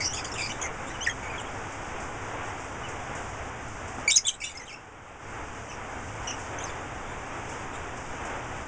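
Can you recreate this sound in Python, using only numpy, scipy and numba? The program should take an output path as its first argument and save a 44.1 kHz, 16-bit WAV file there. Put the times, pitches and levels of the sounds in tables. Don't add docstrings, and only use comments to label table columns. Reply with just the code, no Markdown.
import sys
import numpy as np
from scipy import signal
from scipy.fft import rfft, irfft, next_fast_len
from scipy.io import wavfile
from scipy.ndimage import uniform_filter1d
from numba import njit

SR = 44100
rng = np.random.default_rng(int(sys.argv[2]) if len(sys.argv) > 2 else 0)


def gain_from_db(level_db):
    decades = np.asarray(level_db, float) / 20
    return 10 ** decades


def file_out(sig):
    cols = np.atleast_2d(sig).T
    lim = np.clip(cols, -1, 1)
    pcm = np.round(lim * 32767).astype(np.int16)
    wavfile.write(sys.argv[1], SR, pcm)


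N = 382347


def shape(x, table):
    size = next_fast_len(len(x))
    hz, db = np.transpose(table)
    log_hz = np.log(np.fft.rfftfreq(size, 1 / SR) + 1)
    gain = gain_from_db(np.interp(log_hz, np.log(hz), db))
    return irfft(rfft(x, size) * gain, size)[:len(x)]


def walk(rate_hz, size=N):
    k = int(SR / rate_hz)
    held = np.repeat(rng.standard_normal(size // k + 1), k)
    smooth = uniform_filter1d(uniform_filter1d(held, k), k)
    return 1.464 * smooth[:size]


def syrinx(table, wobble, throb_db, rate_hz, edge_s, breath_db, click_db):
    third_db_per_khz, fourth_re_third_db, click_s = -9.5, -5.5, 0.0019
    out = np.zeros(N + SR)
    for s, length, start_hz, end_hz, *levels in table:
        pitch_walk, *level_walks = [walk(rate_hz, size=4096) for _ in range(4)]
        air = np.diff(rng.standard_normal(4097))
        n = min(int((length + edge_s) * SR), 4096)
        t = np.arange(n) / SR
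        hz = np.interp(t, [0, length], [start_hz, end_hz]) * (1 + wobble * pitch_walk[:n])
        phase = 2 * np.pi * np.cumsum(hz) / SR
        breaks = [np.minimum(c[:n] - 0.45, 0.45) for c in level_walks]
        mean_khz = (start_hz + end_hz) / 2000
        levels[2] += third_db_per_khz * (mean_khz - 2)
        levels.append(levels[2] + fourth_re_third_db)
        tone = np.zeros(n)
        for k, db in enumerate(levels):
            tone += gain_from_db(db + throb_db * breaks[k % 3]) * np.sin((k + 1) * phase)
        pop = np.exp(-((t - edge_s) / click_s) ** 2)
        leak = gain_from_db(breath_db) + gain_from_db(click_db) * pop
        tone += gain_from_db(max(levels)) * leak * air[:n]
        ramp = np.clip(np.minimum(t, t[-1] - t) / edge_s, 0, 1)
        at = max(int((s - edge_s / 2) * SR), 0)
        out[at:at + n] += np.sqrt(2) * tone * np.sin(ramp * np.pi / 2) ** 2
    return out[:N]


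def with_overtones(table, octave_db, third_db):
    return [(*row, row[-1] + octave_db, row[-1] + third_db) for row in table]


def clear_notes():
    # t/s, duration/s, start f/Hz, end f/Hz, fundamental level/dB
    whistle_rows = [(.94, 0.025, 3100, 2852, -42), (1.044, 0.0035, 3520, 3430, -26),
                    (1.063, .007, 3230, 1920, -30.5), (1.069, 0.0095, 2016, 1785, -22),
                    (1.082, 0.012, 1630, 2030, -28), (1.298, 0.02, 2380, 2490, -39.5),
                    (1.38, .023, 3460, 2896, -37.5), (1.455, 0.022, 3230, 3240, -44.5),
                    (2.835, .022, 2900, 2980, -46), (2.857, .028, 2980, 2500, -44.5),
                    (4.127, 0.017, 3760, 3810, -10.5), (4.142, 0.017, 3700, 4050, -7.5),
                    (4.18, .006, 3200, 2300, -24), (4.186, .008, 2310, 2050, -28.5),
                    (4.243, .0073, 2994, 3413, -24), (4.251, 0.025, 3481, 3472, -14.5),
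                    (4.31, 0.0091, 2410, 2340, -36.5), (6.638, 0.011, 6440, 6280, -32.5)]
    # t/s, duration/s, start f/Hz, end f/Hz, fundamental level/dB
    chirp_rows = [(1.008, .0365, 2880, 3290, -35.5), (1.095, 0.02, 3270, 3260, -32.5),
                  (4.078, .0254, 2300, 2277, -17.5), (4.26, .0071, 2410, 2232, -34),
                  (4.267, .016, 3940, 3600, -13), (4.403, 0.03, 2530, 2860, -32),
                  (4.46, 0.031, 2860, 2890, -30), (4.548, .024, 2074, 2160, -35),
                  (4.597, .028, 2150, 2003, -33.5)]
    table = with_overtones(whistle_rows, octave_db=-18.5, third_db=-18.5)
    table += with_overtones(chirp_rows, octave_db=-4, third_db=-8.5)
    return syrinx(table, wobble=0.0082, throb_db=4.0, rate_hz=258, edge_s=0.0037,
                  breath_db=-27.0, click_db=-13.0)


def harsh_notes():
    # t/s, duration/s, f/Hz, fundamental level/dB, octave level/dB
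    harsh_rows = [(.005, 0.059, 2400, -53, -28.5), (.01, 0.036, 2670, -50, -38),
                  (0.045, 0.037, 2845, -45, -29), (.085, 0.042, 2925, -44.5, -39.5),
                  (0.131, .028, 3410, -36.5, -40), (.145, .02, 2340, -60, -36),
                  (0.167, 0.042, 2560, -41, -36), (0.168, .028, 3370, -39, -44),
                  (0.245, 0.014, 3275, -37.5, -39), (.243, 0.044, 2370, -56, -41),
                  (0.317, 0.015, 2750, -45, -38), (0.353, 0.023, 2730, -38.5, -53),
                  (0.418, 0.058, 2383, -40, -29), (0.491, 0.032, 2900, -38.5, -44.5),
                  (.615, .018, 3234, -38.5, -32.5), (0.633, 0.044, 2176, -37, -54),
                  (0.638, 0.029, 3190, -61, -39.5), (0.869, 0.029, 3630, -50, -48),
                  (1.047, .011, 2450, -60, -35.5), (1.228, 0.058, 2235, -42, -58),
                  (1.315, 0.052, 2270, -42, -57), (1.397, .025, 3660, -51, -47.5),
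                  (4.101, .013, 2920, -24, -16), (4.105, 0.0086, 2530, -33, -11.5),
                  (4.112, .013, 3630, -9, -15.5), (4.158, .009, 3200, -44, -8),
                  (4.167, 0.0056, 3156, -43, -6), (4.172, .005, 2610, -38, -8.5),
                  (4.176, 0.0075, 2526, -29, -6), (4.281, 0.014, 3210, -13, -15.5),
                  (4.292, 0.014, 3930, -16, -27), (4.307, 0.047, 3200, -40.5, -59),
                  (4.335, .021, 3850, -32, -35), (4.493, 0.032, 3676, -41, -36),
                  (4.573, 0.014, 2615, -46, -25.5), (4.611, 0.034, 3040, -50, -44),
                  (5.72, 0.033, 2850, -62, -52.5), (6.273, 0.043, 2894, -37.5, -37),
                  (6.315, 0.033, 2840, -45, -47), (6.586, 0.0065, 3085, -49.5, -40.5)]
    third_db = -11
    table = [(s, length, hz, hz, db, octave_db, db + third_db)
             for s, length, hz, db, octave_db in harsh_rows]
    return syrinx(table, wobble=0.038, throb_db=4.5, rate_hz=800, edge_s=0.004,
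                  breath_db=-14.0, click_db=-11.0)


def soft_notes():
    # t/s, duration/s, start f/Hz, end f/Hz, fundamental level/dB
    soft_rows = [(0.0, 0.01, 2140, 2250, -28.5), (.338, 0.0198, 3610, 3440, -37),
                 (.378, 0.0407, 2540, 2365, -31.5), (.38, 0.048, 3631, 3610, -37.5),
                 (.46, 0.045, 2385, 2280, -37.5), (.515, 0.021, 3740, 3730, -40),
                 (.89, 0.031, 1960, 1905, -43.5), (4.415, .039, 2126, 2736, -25.5),
                 (4.44, .021, 3240, 3940, -21.5), (4.485, 0.038, 2300, 2360, -38),
                 (4.655, .02, 3579, 3671, -38), (4.675, 0.03, 3270, 2710, -34),
                 (4.7, .025, 2500, 2310, -33.5), (4.725, .025, 2484, 2810, -32.5),
                 (5.69, .04, 3125, 2640, -42.5), (6.6, 0.037, 2930, 4037, -42),
                 (6.652, .033, 5850, 4420, -41.5), (6.688, 0.017, 3330, 3536, -43),
                 (7.06, .08, 3390, 3740, -54), (7.735, 0.033, 3590, 3560, -45.5)]
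    table = with_overtones(soft_rows, octave_db=-6, third_db=-12.5)
    return syrinx(table, wobble=0.037, throb_db=6.0, rate_hz=450, edge_s=0.01,
                  breath_db=-11.0, click_db=-14.0)


def perch():
    # t/s, level/dB
    knock_rows = [(3.984, -29)]
    # f/Hz, level/dB, t60/s
    wood_modes = [(277.75, 4.5, 0.02), (758.8, -5, .04), (1220, -5, 0.033)]
    t, out = np.arange(4096) / SR, np.zeros(N)
    ring = sum(gain_from_db(db - 60 * t / t60) * np.sin(2 * np.pi * hz * t) for hz, db, t60 in wood_modes)
    for s, db in knock_rows:
        at = int(s * SR)
        out[at:at + len(t)] += gain_from_db(db) * ring
    return out


def room(x, wet_db, t60, gap_s=0.002):
    t = np.arange(int(0.3 * SR)) / SR
    tail = rng.standard_normal(len(t)) * gain_from_db(-60 * t / t60) * (t > gap_s)
    unit_tail = tail / np.sqrt(np.sum(tail ** 2))
    echo = signal.fftconvolve(x, unit_tail)[:N]
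    return (x + gain_from_db(wet_db) * echo) / np.sqrt(1 + gain_from_db(wet_db) ** 2)


def high_puffs():
    # t/s, level before the filter/dB
    puff_rows = [(0.0, -43), (.136, -34.5), (.242, -40.5), (.4, -64), (1.72, -44), (2.0, -42), (2.6, -46),
                 (2.885, -42.5), (3.15, -39.5), (3.68, -49), (3.876, -44), (4.2, -41), (4.301, -38),
                 (4.4, -35), (4.55, -36), (6.39, -42.5), (6.75, -49), (7.49, -42), (7.968, -43.5),
                 (8.25, -42)]
    # f/Hz, gain/dB
    puff_colour = [(2000, -33), (4500, -2.5), (7000, 3)]
    attack_s, t60_s = 0.0025, 0.35
    t, out = np.arange(16384) / SR, np.zeros(N + SR)
    for s, db in puff_rows:
        envelope = np.minimum(t / attack_s, 1) * gain_from_db(db - 60 * t / t60_s)
        at = int(s * SR)
        out[at:at + len(t)] += rng.standard_normal(len(t)) * envelope
    return shape(out[:N], puff_colour)


def hiss():
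    # f/Hz, relative spectral density/dB
    air_spectrum = [(15, 3), (25, -3), (110, 1), (180, -9.5), (270, -5.5), (390, -7.5), (450, -5.5),
                    (600, -7.5), (780, -3.5), (1060, -6.5), (1480, -7.5), (1800, -11), (2300, -12.5),
                    (3000, -19), (5000, -24.5), (8000, -23.5)]
    # t/s, gain/dB
    swell_rows = [(0, -1), (.6, 1), (1.2, 0), (2.2, 2), (2.6, -1), (3.1, 1.5), (3.8, -2.5), (4.0, 1.5),
                  (4.3, 0.5), (4.8, 2), (5.7, -1), (6.4, 1), (7.1, -1), (7.5, 2), (7.8, 0), (8.1, -0.5),
                  (8.3, 3), (8.67, -1.5)]
    air = shape(rng.standard_normal(N), air_spectrum)
    air *= gain_from_db(-36.5) / np.std(air)
    swell_db = np.interp(np.arange(N) / SR, *np.transpose(swell_rows))
    bass = shape(air, [(250, -2.0), (500, -31.0)])
    treble = shape(air, [(2500, -17.5), (4500, 2.0)])
    middle = air - bass - treble
    middle_db = swell_db + 1.05 * walk(14)
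    treble_db = -1.2 + 0.35 * swell_db + 0.73 * walk(18)
    return bass + middle * gain_from_db(middle_db) + treble * gain_from_db(treble_db)


def scene():
    near = clear_notes() + harsh_notes() + perch()
    away = soft_notes()
    birds = room(near, wet_db=-8.0, t60=0.11) + room(away, wet_db=-2.5, t60=0.22)
    return (birds + high_puffs() + hiss())[None]


def microphone(x):
    # f/Hz, gain/dB
    port_response = [(1500, 0.5), (3000, 0.5), (3600, -4.5), (3950, -12), (4210, -24), (4500, -8.5),
                     (4900, -3), (6200, 4.5), (7100, 3), (7900, -2), (8050, -17), (8400, -75)]
    return shape(x, port_response)


@njit
def duck(peak, limit, attack, hold, quick, slow):
    out, a, b, wait = np.zeros((2, len(peak))), 0., 0., 0.
    for i in range(len(peak)):
        if peak[i] > limit:
            a, b, wait = a + attack * (1 - a), b + attack * (1 - b), hold
        elif wait > 0:
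            wait -= 1
        else:
            a, b = a * (1 - quick), max(b - slow, 0.)
        out[0, i], out[1, i] = a, b
    return out


def gain_control(x):
    limit_db, quick_db, slow_db = -13.0, -7.5, -2.5
    attack_s, hold_s, quick_s, slow_s = 0.0089, 0.892, 0.04, 1.22
    loudness = np.sqrt(2 * uniform_filter1d(x ** 2, size=200) + 1e-12)
    quick_pull, slow_pull = duck(loudness, float(gain_from_db(limit_db)), 1 / (attack_s * SR), hold_s * SR,
                                 1 / (quick_s * SR), 1 / (slow_s * SR))
    return x * gain_from_db(quick_db * quick_pull + slow_db * slow_pull)


def mirror_image(x):
    # f/Hz, gain/dB
    image_filter = [(7700, -63), (8000, 0.5), (8740, -11), (9450, -23), (10200, -42.5), (10400, -50),
                    (10600, -76.5)]
    camera_rate_hz = 16000
    image = 2 * x * np.cos(2 * np.pi * camera_rate_hz * np.arange(N) / SR)
    return shape(image, image_filter)


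def band_limit(x):
    return signal.sosfilt(signal.butter(12, 10370, fs=SR, output="sos"), x)


def record(dry):
    x = gain_control(microphone(dry[0]))
    mix = (x + mirror_image(x))[None]
    return band_limit(mix)


dry = scene()
out = record(dry)
file_out(out)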